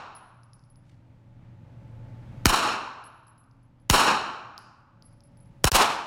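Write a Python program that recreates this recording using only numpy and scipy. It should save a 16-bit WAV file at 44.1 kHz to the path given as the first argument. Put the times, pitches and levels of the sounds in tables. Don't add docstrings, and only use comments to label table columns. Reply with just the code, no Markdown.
import sys
import numpy as np
from scipy import signal
from scipy.fft import rfft, irfft, next_fast_len
from scipy.io import wavfile
from scipy.ndimage import uniform_filter1d

SR = 44100
rng = np.random.default_rng(int(sys.argv[2]) if len(sys.argv) > 2 else 0)


def gain_from_db(level_db):
    decades = np.asarray(level_db, float) / 20
    return 10 ** decades


def unload_wav(signal):
    wavfile.write(
        sys.argv[1],
        SR,
        np.round(np.clip(np.atleast_2d(signal).T, -1, 1) * 32767).astype(np.int16),
    )


N = 267246
TIME = np.arange(N) / SR


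def level(x, db):
    return x * gain_from_db(db) / np.sqrt(np.mean(x ** 2))


def colour(x, points):
    hz, db = np.transpose(points)
    size = next_fast_len(len(x))
    f = np.arange(size // 2 + 1) * SR / size + 1
    gain = gain_from_db(np.interp(np.log(f), np.log(hz), db))
    return irfft(rfft(x, size) * gain, size)[:len(x)]


def band(hz, width_hz, count=N):
    resonance = signal.iirpeak(hz, hz / width_hz, fs=SR)
    return level(signal.lfilter(*resonance, rng.standard_normal(count)), 0)


def walk(rate_hz):
    hold = int(SR / rate_hz)
    steps = np.repeat(rng.standard_normal(N // hold + 1), hold)
    smooth = uniform_filter1d(uniform_filter1d(steps, hold), hold)[:N]
    return smooth / smooth.std()


def add(out, x, start_s):
    i = int(start_s * SR)
    out[i:i + len(x)] += x[:len(out) - i]


def sine(hz):
    return np.sin(2 * np.pi * np.cumsum(hz) / SR)


EARLIER_SHOT_S = -0.41
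# start_s, thump_stretch (ratio)
SHOTS = [
    (2.4554, 1.02),
    (3.8981, 1.03),
    (5.6418, .92),
    (5.7165, 1.03),
]


def since_shot():
    starts = np.array([EARLIER_SHOT_S] + [row[0] for row in SHOTS])
    which = np.searchsorted(starts, TIME) - 1
    return which, TIME - starts[which]


DUCKED_DB = [-62, -63, -61.5, -58, -60.5]
DUCK_S, WAIT_S, RECOVER_DB_PER_S = 0.18, 0.56, 8.5


def gain_control():
    which, age = since_shot()
    aim_db = np.array(DUCKED_DB)[which] + RECOVER_DB_PER_S * np.maximum(age - WAIT_S, 0)
    k = 1 / (DUCK_S * SR)
    return aim_db[0] + signal.lfilter([k], [1, k - 1], aim_db - aim_db[0])


# pitch_hz, level_db
AIR = [(15, -37.5), (25, -2), (49, -11.5), (74, -8.5), (104, -3.5), (118, -2), (183, -8), (323, -21),
       (429, -31), (555, -23.5), (737, -29), (883, -28.5), (979, -31.5), (2300, -37.5), (12000, -68),
       (15600, -104), (22000, -120)]
# pitch_hz, width_hz, level_db
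DUCT = [(99, 28, -3.5), (159, 18, -8), (259.5, 18, -11.5), (307, 12, -19.5), (535, 60, -16),
        (850, 90, -16.5), (1400, 80, -31)]
# pitch_hz, level_db
WHINES = [(231.6, -18), (276, -22.5), (323.7, -20.5), (563.4, -21.5), (792.3, -26.5), (869.6, -22),
          (932, -28)]
FAN_HZ, FAN_DB = 118.7, -0.5


def air():
    rush = level(colour(rng.standard_normal(N), AIR), -2.1) * gain_from_db(.8 * walk(12))
    duct = np.zeros(N)
    for hz, width_hz, db in DUCT:
        duct += gain_from_db(db + 1.8 * walk(4)) * band(hz, width_hz)
    sound = rush + gain_from_db(-8.0) * duct
    sound += gain_from_db(FAN_DB + 2 * walk(3.8)) * sine(FAN_HZ + 2.5 * walk(5))
    for hz, db in WHINES:
        sound += gain_from_db(db + 4.4 * walk(2.8)) * sine(hz + 2.0 * walk(7.3))
    return sound * gain_from_db(gain_control())


# middle_s, spread_s, level_db
SCUFFS = [
    (.87, .03, -78),
    (.897, 0.0036, -72),
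    (.93, 0.072, -80.5),
]


def scuff():
    shape = sum(gain_from_db(db) * np.exp(-((TIME - s) / spread) ** 2) for s, spread, db in SCUFFS)
    grit = colour(rng.standard_normal(N), [(500, -12), (1800, 0), (4000, -5), (9000, -14), (16000, -34)])
    return gain_from_db(3.2 * walk(220)) * level(grit, 0) * shape


FAR_WALL_S = 0.082


def hall_smear(sound):
    t = TIME[:SR // 2]
    shape = np.exp(-t / 0.1) * (1 - np.exp(-t / 0.0153))
    shape += 0.2 * np.exp(-((t - FAR_WALL_S) / 0.097) ** 2)
    room = colour(rng.standard_normal(len(t)) * shape,
                  [(3000, -11.5), (4500, -3), (5200, -2.5), (6000, -1), (8000, 3.5), (11000, -7.5), (14000, -22)])
    return sound + gain_from_db(-40.5) * signal.fftconvolve(sound, room)[:N]


# lands_s, ring_hz, second_ring_hz, second_share (ratio)
CASES = [
    (.15, 10460, 10750, 0.93),
    (3.03, 10830, 10600, .15),
    (4.57, 10900, 10900, .15),
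]
# start_s, click_db (sharp), tick_db (dull), ring_db
TOUCHES = [(0.1506, -44, -60, -48), (0.162, -46, -64, -56), (0.1675, -34, -62, -73), (0.347, -66, -79, -90),
           (0.4337, -65, -62, -69.5), (0.5333, -50, -56, -61), (0.594, -69, -66, -88),
           (0.6386, -63, -67, -66.5), (0.6996, -63, -77, -68.5), (0.758, -48.5, -65, -69),
           (3.039, -41, -59, -55), (3.0544, -53, -74, -51), (3.2679, -56, -72, -60),
           (3.2802, -57, -69, -59.5), (3.3795, -45, -71, -52.5), (3.441, -65, -76, -85),
           (3.5125, -58, -68, -89), (3.6296, -75, -80, -74.5), (3.7992, -70, -80, -74),
           (4.579, -25, -39.5, -56.5), (4.589, -33, -58, -78), (4.619, -52, -68, -67),
           (5.0237, -37, -53, -61.5), (5.0444, -51, -75, -51), (5.1266, -61, -71.5, -69.5),
           (5.206, -42, -59.5, -79), (5.2365, -58, -69.5, -59), (5.3715, -42, -69, -65.5),
           (5.4015, -66, -73, -60), (5.4576, -62, -74, -67)]
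TICK_HZ, TICK_SPREAD_HZ = 5010, 130
MODE_SCATTER_DB, WAVER_DB = 8, 3
SPLASH_DB, SPLASH_S = -24.5, .0025


def cases():
    ticks, rings, t = np.zeros(N), np.zeros(N), TIME[:SR // 3]
    grit = level(colour(rng.standard_normal(SR), [(3000, -20), (7000, -2), (13000, -1.5)]), 0)
    grit *= gain_from_db(6.7 * walk(600)[:SR])
    ring_fade = 0.78 * np.exp(-t / 0.019) + 0.082 * np.exp(-t / 0.038)
    for s, click_db, tick_db, ring_db in TOUCHES:
        b, c, d, e = rng.random(4)
        _, hz, second_hz, share = [case for case in CASES if case[0] <= s][-1]
        tick_hz = TICK_HZ + TICK_SPREAD_HZ * (2 * e - 1)
        tick = np.sin(2 * np.pi * tick_hz * t) * np.exp(-t / .0006) * (1 - np.exp(-t / .00006))
        click = np.sin(2 * np.pi * 9000 * t) * np.exp(-t / .00008)
        click += gain_from_db(SPLASH_DB) * np.roll(grit, int(d * SR))[:len(t)] * np.exp(-t / SPLASH_S)
        ring = np.sin(2 * np.pi * hz * t)
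        ring += 0.56 * np.sin(2 * np.pi * ((hz + 25 + 60 * b) * t + c))
        second_gain = share * gain_from_db(MODE_SCATTER_DB * (2 * b - 1))
        ring += second_gain * np.sin(2 * np.pi * (second_hz * t + d))
        swell_s = .006 if tick_db < ring_db - 12 and s > 1 else .001
        add(ticks, gain_from_db(tick_db + 12.5) * tick + gain_from_db(click_db - 11.5) * click, s)
        add(rings, gain_from_db(ring_db) * ring * ring_fade * (1 - np.exp(-t / swell_s)), s)
    return hall_smear(ticks + rings * gain_from_db(WAVER_DB * walk(45)))


# pitch_hz, level_db
ROUGH_FLOOR = [(2000, -4.5), (3400, -2.5), (6500, -3.5), (12000, -11)]
BOUNCE_S, BOUNCE_SHARE = .00073, .75


def bounce(x):
    t = TIME[:len(x)]
    late = np.interp(t - BOUNCE_S, t, x, left=0)
    return x + BOUNCE_SHARE * colour(late, ROUGH_FLOOR)


# release_level_db, swell_db (while held), hold_s
HELD = [(-24, 2, 0.15), (-25.5, 1.5, 0.24), (-21, 3.5, .19), (-20.5, 12.5, 0.044), (-21.5, 3.5, 0.1)]
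BEFORE_DB, ARRIVES_S, BUILD_S = -6.5, .030, .0015
LULL_S, LULL_WIDTH_S, LULL_DB = .066, .012, -0.5
RELEASE_DB, RELEASE_S, DECAY_DB_PER_S = 8.5, 0.17, 41


def wash_level(which, age):
    top_db, swell_db, hold_s = np.transpose(HELD)[:, which]
    free_s = np.maximum(age - hold_s, 0)
    held_db = BEFORE_DB / (1 + np.exp(np.minimum((age - ARRIVES_S) / BUILD_S, 50)))
    held_db -= swell_db * np.maximum(1 - age / hold_s, 0)
    held_db += LULL_DB * np.exp(-((age - LULL_S) / LULL_WIDTH_S) ** 2)
    fall_db = RELEASE_DB * (1 - np.exp(-free_s / RELEASE_S)) + DECAY_DB_PER_S * free_s
    return top_db + held_db - fall_db


# (after 1 s, on top of the common decay)
HALL = [(40, -20, 15.5), (100, -14, 23), (231.5, -8.5, 9), (520, -5, 11.5), (648, -2.5, 3), (810, 3.5, 5.5),
        (1130, -0.5, 2.5), (1537, -6.5, 3), (1740, -7.5, 11), (2700, -7, 16), (4260, -8.5, 25.5),
        (6270, -11.5, 36), (10200, -11.5, 70), (15000, -17.5, 102)]
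COMBED = [0.55, 0.94, 1, 0.85, 0.32]
FADE_POWER = 0.75
CLUMP_DB, CLUMPS_PER_S = 2.5, 140


def wash():
    which, age = since_shot()
    hz, start_db, loss_db = np.transpose(HALL)
    size = next_fast_len(N)
    noise = rfft(rng.standard_normal(size))
    octave = np.log2(np.arange(size // 2 + 1) * SR / size + 1)
    fade = age ** FADE_POWER
    dull_db, bright_db = (1.6 * walk(rate) * np.exp(-age / .4) for rate in (90, 60))
    out = np.zeros(N)
    for centre in np.log2(40) + np.arange(44) / 5:
        window = np.cos(np.pi / 2 * np.clip(5 * (octave - centre), -1, 1)) ** 2
        part = irfft(noise * window, size)[:N]
        bright = np.clip((centre - np.log2(1200)) / 2.9, 0, 1)
        clumps_db = (1 - bright) * dull_db + bright * bright_db
        band_db = np.interp(centre, np.log2(hz), start_db) - np.interp(centre, np.log2(hz), loss_db) * fade
        out += part * gain_from_db(band_db + clumps_db)
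    out = out + np.array(COMBED)[which] * (bounce(out) - out)
    rough_db = CLUMP_DB * walk(CLUMPS_PER_S) * np.exp(-age / 0.17)
    return out * gain_from_db(wash_level(which, age) + rough_db + 14) * (1 - np.exp(-age / 0.0014))


# pitch_hz, level_db
CRACK = [(180, -28.5), (300, -5.5), (2440, -7), (3350, -8), (5610, -5.5), (7820, -9.5), (8360, -13),
         (9550, -9), (16000, -16)]


def burst(length_s, tail_s, rise_s):
    t = TIME[:SR // 40]
    tail = 0.033 * np.exp(-(t - length_s) / tail_s)
    shape = np.where(t < length_s, 1, tail) * np.minimum(t / rise_s, 1) ** 2
    return level(colour(rng.standard_normal(len(t)), CRACK), 0) * shape


# delay_s (after the shot), level_db
ECHOES = [(.0045, -10.5), (0.0089, -3.5), (.032, -17.5), (0.038, -8), (.052, -23.5), (0.079, -18)]
LEAD_S, LEAD_DB = .0042, -27.5
SQUARING = .33


def shot(stretch, crack_db, thump_db, rise_s):
    t = TIME[:SR // 5]
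    echoes = np.zeros(len(t))
    for s, db in ECHOES:
        add(echoes, gain_from_db(db) * burst(0.0043, 0.0045, 0.0022), s)
    blast = gain_from_db(crack_db) * colour(bounce(echoes), [(1500, 0.5), (12000, -6.0)])
    swings = np.log((t + 1 / SR) / (.0052 * stretch)) / np.log(1.47)
    thump = np.cos(np.pi * swings) * (1 - np.exp(-(t / 0.0048) ** 2)) * np.exp(-(t / 0.025) ** 0.99)
    blast += gain_from_db(thump_db) * thump * (1 - np.exp(-(t / rise_s / 5) ** 2))
    crack = colour(burst(.0040, .002, .0007),
                   [(350, 4.5), (800, 5), (1800, 4.5), (5000, 1.0), (8000, 0.5), (14000, 0.0)])
    add(blast, gain_from_db(crack_db + 12) * np.tanh(SQUARING * crack), 0)
    lead = gain_from_db(crack_db + LEAD_DB) * rng.standard_normal(int(LEAD_S * SR))
    return np.concatenate([lead, blast])


# crack_db, thump_db, thump_rise_s
BLOWS = [(-13.5, -12, 0.00058), (-16, -12.5, 0.00074), (-15.5, -13, 0.00056), (-24.5, -15, 0.0031)]
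# fade_out_start_s, fade_out_end_s, fade_in_start_s, fade_in_end_s
DROPOUT_S = (5.676, 5.704, 5.7125, 5.742)


def scene():
    out_start, out_end, in_start, in_end = DROPOUT_S
    before = np.interp(TIME, [out_start, out_end], [1, 0]) ** 2.5
    after = np.interp(TIME, [in_start, in_end], [0, 1]) ** 2.2
    first_blasts, repeated_blast = np.zeros((2, N))
    for (s, stretch), blow in zip(SHOTS, BLOWS):
        target = repeated_blast if s > out_end else first_blasts
        add(target, shot(stretch, *blow), s - LEAD_S)
    rest = air() + scuff() + cases() + wash()
    mix = (rest + first_blasts) * before + rest * after + repeated_blast * (TIME > in_start)
    return mix[None]


def band_limit(x):
    return signal.sosfilt(signal.butter(12, 16810, fs=SR, output="sos"), x)


def record(dry):
    rounded = 0.99 * np.tanh(dry / 0.79)
    top_cut = signal.ellip(8, .2, 50, 15900, fs=SR, output="sos")
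    return band_limit(signal.sosfilt(top_cut, rounded))


dry = scene()
out = record(dry)
unload_wav(out)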